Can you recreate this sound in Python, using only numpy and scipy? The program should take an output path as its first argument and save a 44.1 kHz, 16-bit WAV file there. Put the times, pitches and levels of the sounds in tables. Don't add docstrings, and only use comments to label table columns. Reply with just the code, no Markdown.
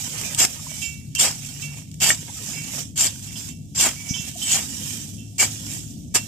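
import sys
import numpy as np
from scipy import signal
from scipy.fft import rfft, irfft
from scipy.io import wavfile
from scipy.ndimage import uniform_filter1d

SR = 44100
rng = np.random.default_rng(int(sys.argv[2]) if len(sys.argv) > 2 else 0)


def output_pcm(signal):
    pcm = np.clip(np.atleast_2d(signal).T, -1, 1) * 32767
    wavfile.write(sys.argv[1], SR, np.round(pcm).astype(np.int16))


N = 276507
TIME = np.arange(N) / SR
FREQS = np.fft.rfftfreq(N, 1 / SR)

# (first touch [s], time to bite in [s], time in the
# bunch [s], time to fade by 20 dB [s], relative hiss of leaves [dB], relative tearing of stalks [dB])
STROKES = [ (0.373, 0.01845, 0.0592, 0.021, -15.5, -27.5), (1.179, 0.01855, 0.057, 0.0793, -15.5, -28),
           (2, 0.024, 0.0805, 0.0516, -15.5, -28), (2.957, 0.0366, 0.0704, 0.0438, -18.5, -35),
           (3.747, 0.058, .06, 0.0656, -17, -27), (4.42, 0.1028, 0.0402, 0.0965, -18.5, -33.5),
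           (5.38, 0.0241, 0.0244, 0.0566, -15, -27.5), (6.14, 0.0147, 0.0096, 0.0313, -13, -24.5), ]
# (frequency [Hz], relative density [dB per Hz])
SPLITTING_SPECTRUM = [(1060, -39.5), (1800, -12.5), (2020, -29.5), (2290, -1), (2480, -24), (2710, -5.5),
                      (3150, -5), (4110, -12.5), (4780, -5.5), (6340, -3.5), (7440, 3), (10300, -16.5),
                      (13700, -14), (14600, -32), (15000, -44)]
# (frequency [Hz], left-right correlation [-1 to 1],
# left minus right level [dB])
CUTTING_PORTS = [(300, 1, 7), (1000, 1, 7.5), (1800, 0.84, 5), (2767, 0.64, -7.5), (4230, -0.14, -4.5),
                 (5660, -0.116, -6), (7350, 0.135, 1.5), (11000, -0.23, -5.5)]


def amp(db):
    return 10 ** (np.asarray(db) / 20)


def evened(x):
    return x / np.sqrt(np.mean(x ** 2) + 1e-20)


def read(points, column=1):
    points = np.asarray(points, float)
    return np.interp(np.log(FREQS + 1), np.log(points[:, 0]), points.T[int(column)])


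def add(mix, s, sound):
    part = mix[..., max(round(s * SR), 0):][..., :sound.shape[-1]]
    part += sound[..., :part.shape[-1]]


def pan(db):
    return amp(np.array([[db], [-db]]) / 2)


def drift(hz):
    spectrum = rfft(rng.standard_normal(N))
    return evened(irfft(spectrum / (1 + (FREQS / hz) ** 4), N))


def patchy_noise(patchy_db, size=(15, 3)):
    z = signal.stft(rng.standard_normal((2, N)), nperseg=1024, noverlap=896)[2]
    frames, bins = size
    patches = uniform_filter1d(rng.standard_normal(z.shape[1:]), frames, axis=1)
    patches = evened(uniform_filter1d(patches, bins, axis=0))
    noise = signal.istft(z * amp(patchy_db * patches), nperseg=1024, noverlap=896)[1]
    return evened(noise[:, :N])


def coloured(size, spectrum, ports, patchy_db=0):
    noise = patchy_noise(patchy_db) if patchy_db else rng.standard_normal((2, N))
    a, b = rfft(size * noise)
    same = np.clip(read(ports), -.99, .99)
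    pair = np.array([a, same * a + np.sqrt(1 - same ** 2) * b])
    left, right = amp(read(ports, 2) / 2), amp(-read(ports, 2) / 2)
    centre = np.sqrt(left ** 2 + right ** 2 + 2 * same) / 2
    return irfft(pair * [left, right] / centre * evened(amp(read(spectrum))), N)


def crackle(per_s, spread_db, grain_s, smooth):
    breaks = rng.random(N)
    burst_db = spread_db * np.minimum(rng.exponential(1, N), 4)
    power = amp(burst_db) ** 2 * (breaks < per_s / SR)
    power = signal.lfilter([1], [1, -np.exp(-1 / (grain_s * SR))], power)
    smooth = np.clip(smooth, 0, 1)
    return np.sqrt(smooth + (1 - smooth) * power / power.mean())


def swell(peak_s, rise_s, fall_s):
    return amp(-20 * np.maximum((peak_s - TIME) / abs(rise_s), (TIME - peak_s) / abs(fall_s)))


def shelved(x, hz, low=1, high=1):
    bass = irfft(rfft(x) / (1 + (FREQS / hz) ** 8), N)
    return low * bass + high * (x - bass)


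def hum():
    # (frequency [Hz], relative density [dB per Hz])
    rumble_spectrum = [(15, -61.5), (25, -28), (35, -37.5), (47, -17.5), (70, -4.5), (102, -1), (124, -2.5),
                       (152, 0.5), (172, -3.5), (252, -6), (279, -8), (383, -26), (520, -32.5),
                       (680, -39.5), (1140, -120)]
    air_spectrum = [(300, 2.5), (500, -19), (700, -3), (1000, -28), (1800, -33.5), (3000, -16.5),
                    (6000, -21), (14000, -29.5)]
    # (frequency [Hz], left-right correlation [-1 to 1], left minus right level [dB])
    hum_ports = [(50, 0.76, 2.96), (300, 0.75, 1), (2000, .4, 7.5)]
    # (time [s], gain [dB])
    upper_gain = [(0, 0), (1, -4.5), (2.5, 1), (3.7, -1.5), (4.5, 4), (5.7, 3), (6.27, 2)]
    # (time [s], lower tone level [dB], upper tone level [dB])
    tone_levels = [(0, -53, -43), (1, -54.5, -45.5), (1.7, -46, -38), (3.3, -43.5, -53.5),
                   (4.4, -57, -53.5), (5.2, -39, -62), (6.27, -45.5, -57)]
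    # (lower [Hz], upper [Hz])
    tone_hz = [105.85, 147.83]
    rumble_db, split_hz = -39.5, 190

    level = amp(rumble_db + 1.37 * drift(hz=4.86))
    out = coloured(level, rumble_spectrum, hum_ports)
    out += coloured(amp(-61.5), air_spectrum, hum_ports)
    out = shelved(out, split_hz, high=amp(np.interp(TIME, *np.transpose(upper_gain))))
    s, *levels = np.transpose(tone_levels)
    for hz, db in zip(tone_hz, levels):
        turns = np.cumsum(hz * (1 + 0.02194 * drift(hz=4.95))) / SR
        tone_amp = amp(np.interp(TIME, s, db) + 2.8 * drift(hz=7))
        out += pan(db=2.7) * tone_amp * np.sin(2 * np.pi * turns)
    return out


def rustle():
    # (peak time [s], time to swell by 20 dB [s],
    # time to fade by 20 dB [s], relative leaf rustle [dB], relative stalk crunch [dB])
    sweeps = [ (0.02, 2.08, 0.41, -33, -49.5), (0.18, 0.15, 0.78, -34, -39), (0.33, 0.33, .1, -39.5, -46.5),
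              (0.831, .5, 0.1764, -35, -53), (1.154, .004, .045, -31, -48.5),
              (1.47, 0.3028, 0.24, -39, -52.5), (1.629, 0.0921, 0.1033, -37, -50.5),
              (1.781, .5, 0.1437, -43.5, -47.5), (2.489, .5, 0.32, -35.5, -45),
              (2.8, 0.4026, 0.0815, -32, -42), (3.23, 0.02, 0.1533, -40, -56.5),
              (3.4, 0.176, 0.1344, -37.5, -49), (3.491, 0.39, 0.0722, -40.5, -51.5),
              (4.099, 0.27, 0.38, -40.5, -53.5), (4.29, 0.4138, 0.07, -36, -49),
              (4.43, 0.1456, 0.09, -33, -49), (4.9, 0.7387, 0.3483, -33, -48),
              (5.52, 0.1762, 0.31, -37, -54), (5.73, 0.2172, 0.1867, -34, -48.5),
              (5.9, -0.4, 0.48, -50.5, -66), ]
    # (frequency [Hz], relative density [dB per Hz])
    leaf_spectrum = [(1120, -31), (1900, -13.5), (2110, -36), (2280, -9.5), (2530, -12), (3030, -4.5),
                     (4320, -10), (5500, -0.5), (6370, 0), (7380, 2.5), (10500, -12), (13900, -9.5),
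                     (14600, -26.5), (15000, -49)]
    crunch_spectrum = [(60, -38), (250, -3.5), (450, -1.5), (750, 4), (1200, -4.5), (1800, 0), (2600, 3),
                       (4000, -15)]
    # (frequency [Hz], left-right correlation [-1 to 1],
    # left minus right level [dB])
    rustle_ports = [(703, 0.55, 2), (1810, 0.28, 1.5), (2734, -0.13, -16), (4200, 0.067, -8),
                    (5650, 0.071, -11.5), (7340, 0.096, -2.5), (11000, -0.067, -11.5)]
    settle_leaf_db, settle_crunch_db, settle_s = -39, -50, 0.47
    stir_db, soft_db, fizz_hz = -64, -43.5, 2500

    settling = []
    for touch, bite_s, bunch_s, *_ in STROKES:
        stroke_end = touch + bite_s + bunch_s
        settling.append((stroke_end, bunch_s, settle_s, settle_leaf_db, settle_crunch_db))
    leaf_power, crunch_power = amp(stir_db) ** 2, 0
    for peak_s, rise_s, fall_s, leaf_db, crunch_db in sweeps + settling:
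        motion = swell(peak_s, rise_s, fall_s)
        leaf_power = leaf_power + (amp(leaf_db) * motion) ** 2
        crunch_power = crunch_power + (amp(crunch_db) * motion) ** 2
    clumps = evened(amp(0.82 * drift(hz=44.7)))
    leaves = np.sqrt(leaf_power) * clumps
    leaves *= crackle(per_s=1500, spread_db=2.5, grain_s=.0006, smooth=.65)
    crunch = np.sqrt(crunch_power) * clumps
    crunch *= crackle(per_s=200, spread_db=3.5, grain_s=0.0021, smooth=0.458)
    out = amp(1.58) * coloured(leaves, leaf_spectrum, rustle_ports, patchy_db=3)
    out += amp(1.0) * coloured(crunch, crunch_spectrum, rustle_ports, patchy_db=4.0)
    return shelved(out, fizz_hz, low=np.sqrt(leaf_power / (leaf_power + amp(soft_db) ** 2)))


def snaps(decay_s=0.00245):
    # (time [s], relative initial level [dB])
    cracks = [(0.213, -15), (0.3474, -9.5), (0.4014, -0.5), (0.4502, -0.5), (1.1507, -10), (1.2114, 1.5),
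              (1.9146, -29.5), (1.942, -27), (2.043, -2), (2.091, -1), (2.1469, -14), (2.976, -10),
              (3.0095, -1.5), (3.0683, -7), (3.8095, 2), (3.838, -2), (5.384, -17.5), (6.1546, -1.5)]
    size, t = np.zeros(N), TIME[:2048]
    for s, db in cracks:
        add(size, s, amp(db) * np.exp(-t / decay_s))
    return amp(-9) * coloured(size, SPLITTING_SPECTRUM, CUTTING_PORTS)


def cuts():
    # (frequency [Hz], relative density [dB per Hz])
    tear_spectrum = [(30, -55.5), (100, -24.5), (250, 1), (450, -9), (700, -0.5), (1200, -5), (1800, -4),
                     (2600, -1.5), (4000, -21.5)]
    touch_hiss_db, touch_tear_db, hiss_sag_db, tear_growth_db = -18, -23.5, -2.5, 4.5

    hiss, tear = np.zeros((2, N))
    for touch, bite_s, bunch_s, fade_s, hiss_db, tear_db in STROKES:
        stages = touch + np.cumsum([0, bite_s, bunch_s])
        onset = np.clip((TIME - touch) / 0.00336, 0, 1)
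        contact = onset * amp(-20 * np.maximum(TIME - stages[-1], 0) / fade_s)
        hiss += contact * amp(hiss_db + np.interp(TIME, stages, [touch_hiss_db, 0, hiss_sag_db]))
        tear += contact * amp(tear_db + np.interp(TIME, stages, [touch_tear_db, -tear_growth_db, 0]))
    clumps = evened(amp(0.91 * drift(hz=110)))
    hiss *= clumps * crackle(per_s=2600, spread_db=2.2, grain_s=.0005, smooth=.45)
    tear *= clumps * crackle(per_s=900, spread_db=2.5, grain_s=.001, smooth=.35)
    hiss = amp(-.5) * coloured(hiss, SPLITTING_SPECTRUM, CUTTING_PORTS, patchy_db=4.5)
    tear = amp(1.5) * coloured(tear, tear_spectrum, CUTTING_PORTS, patchy_db=2)
    return hiss + tear


def squeals():
    # (time [s], length [s], centre frequency [Hz], width at half
    # amplitude [Hz], level [dB], left minus right level [dB])
    whistles = [(0.389, 0.061, 7360, 160, -23, 5), (1.146, 0.066, 2742, 79, -35, -13.5),
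                (1.148, 0.061, 3133, 110, -39.5, -15), (2.022, 0.099, 7434, 204, -30, -2.5),
                (3.004, 0.0204, 7360, 120, -16.5, 3.5), (3.066, 0.0187, 4940, 120, -29, -6),
                (3.807, 0.069, 7354, 200, -24.5, 1.5), (4.418, 0.072, 8007, 100, -32, -6),
                (4.512, 0.0277, 6778, 100, -20.5, -2.5), (5.392, 0.0223, 2289, 90, -23, 4.5)]
    out = np.zeros((2, N))
    for s, length, hz, width, db, side_db in whistles:
        count = int(length * SR)
        resonance = 1 / (1 + (2 * (FREQS - hz) / width) ** 2)
        tone = irfft(rfft(rng.standard_normal(N)) * resonance, N)[:count]
        add(out, s, pan(side_db) * amp(db) * evened(tone) * signal.windows.tukey(count, .1))
    return out


def small_sounds():
    # (time [s], level [dB])
    knock = (2.1038, -8)
    # (frequency [Hz], relative level [dB], time to decay by 60 dB [s])
    wood_modes = [(910, -22.5, .02), (1450, -29, 0.02016), (1875, 4.5, 0.0178), (2235, -0.5, 0.03),
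                  (2825, -6, 0.02)]
    # (time [s], length [s], frequency [Hz], level before panning [dB])
    thumps = [(4.106, 0.01064, 160, -16), (4.193, 0.0155, 148.5, -24)]
    pips = [(0.665, 0.0088, 1000, -36.5), (2.293, 0.011, 886, -37), (4.352, 0.0202, 690, -37.5)]
    out, t = np.zeros(N), TIME[:4096]
    knock_s, knock_db = knock
    for hz, db, t60 in wood_modes:
        add(out, knock_s, amp(knock_db + db - 60 * t / t60) * np.sin(2 * np.pi * hz * t))
    for s, length, hz, db in thumps + pips:
        t = np.arange(0, length, 1 / SR)
        add(out, s, amp(db) * np.hanning(len(t)) * np.sin(2 * np.pi * hz * (length / 2 - t)))
    return pan(db=8) * out


def buried(s):
    return any(touch <= s <= touch + bite_s + bunch_s for touch, bite_s, bunch_s, *_ in STROKES)


def blade(bite=18):
    # (frequency [Hz], relative level [dB], 60 dB decay time before the ring factor [s])
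    bending_modes = [(2282, -2, 0.516), (2711, 4.5, 0.489), (3083.6, 1, 0.282), (3417, -3, .25),
                     (3754, -8, .2), (4960, 3.5, 0.27), (5120, 8, 0.242), (5567, -6, .2), (5690, -4.5, .25),
                     (6008, -3, 0.17), (6410, -3.5, .2), (6680, 0, .2), (7289, 3.5, 0.205),
                     (7790, -21, 0.057), (8400, -4.5, .15)]
    # (time [s], length [s], relative level [dB],
    # frequency most excited [Hz], spread [octaves])
    scrapes = [ (0.674, 0.194, -49.5, 2240, 0.144), (0.819, .045, -32, 2595, 0.29),
               (0.822, 0.049, -33.5, 7250, 0.085), (1.207, 0.0324, -29, 3440, 0.14),
               (1.427, 0.108, -52.5, 2270, 0.227), (1.624, 0.0243, -38, 2600, 0.44),
               (2.008, 0.03, -29.5, 2860, 0.194), (2.472, 0.145, -38.5, 7000, 0.464),
               (2.534, 0.0916, -39, 2283, 0.217), (2.968, 0.103, -34, 3090, 0.172),
               (3.261, 0.127, -51.5, 2280, 0.237), (3.356, 0.031, -43, 3230, 0.182),
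               (3.36, 0.041, -40.5, 5600, 0.27), (3.486, 0.0277, -50, 2880, 0.53),
               (3.78, 0.072, -33, 2960, 0.25), (3.963, 0.31, -42.5, 2160, .11),
               (4.088, 0.0277, -32, 5973, 0.171), (4.139, 0.06, -33, 3186, 0.177),
               (4.14, 0.102, -35.5, 6365, 0.238), (4.417, 0.0214, -33.5, 3150, 0.133),
               (4.478, 0.072, -31.5, 3030, 0.376), (5.18, 0.041, -52.5, 3007, 0.217),
               (5.692, 0.0384, -52, 2430, 0.29), (6.157, .015, -32, 3000, 0.43), ]
    free_ring, buried_ring = 0.857, 0.42

    out, t = np.zeros((2, N)), TIME[:SR // 2]
    hz, mode_db, t60 = np.transpose(bending_modes)[:, :, None]
    for s, length, db, centre_hz, spread in scrapes:
        ring = buried_ring if buried(s) else free_ring
        rings = np.exp((2j * np.pi * hz - np.log(1000) / (t60 * ring)) * t)
        drive = np.clip(1 - (t / length) ** 4, 0, 1) * rng.standard_normal(len(t))
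        drive[0] += bite
        modes = signal.fftconvolve(drive[None], rings, axes=1)[:, :len(t)]
        nearness = np.exp(-(np.log2(hz / centre_hz) / spread) ** 2)
        weight = amp(mode_db) * (nearness + 0.065)
        modes *= weight / np.linalg.norm(weight) / abs(modes).max(1, keepdims=True)
        phase = 2 * np.pi * rng.random(len(bending_modes))
        phase = phase + 0.4 * rng.standard_normal((2, len(bending_modes)))
        add(out, s, amp(db) * (np.exp(1j * phase) @ modes).real)
    return amp(7.0) * pan(db=-12.5) * out


def field(x, t60=0.102, wet_db=-13):
    t = TIME[:8192]
    tail = rng.standard_normal((2, len(t))) * amp(-60 * t / t60) * (t > .003)
    tail /= np.linalg.norm(tail[0])
    return x + amp(wet_db) * signal.fftconvolve(x, tail, axes=1)[:, :N]


def scene():
    work = cuts() + rustle() + snaps() + blade() + squeals() + small_sounds()
    return field(work) + hum()


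def record(dry):
    ceiling_db, edge_hz = -6, 14500
    rounded = dry / (1 + (dry / amp(ceiling_db)) ** 4) ** (1 / 4)
    lowpass = signal.firwin(401, edge_hz, window=("kaiser", 8), fs=SR)
    return signal.oaconvolve(rounded, lowpass[None], "same", axes=1)


dry = scene()
out = record(dry)
output_pcm(out)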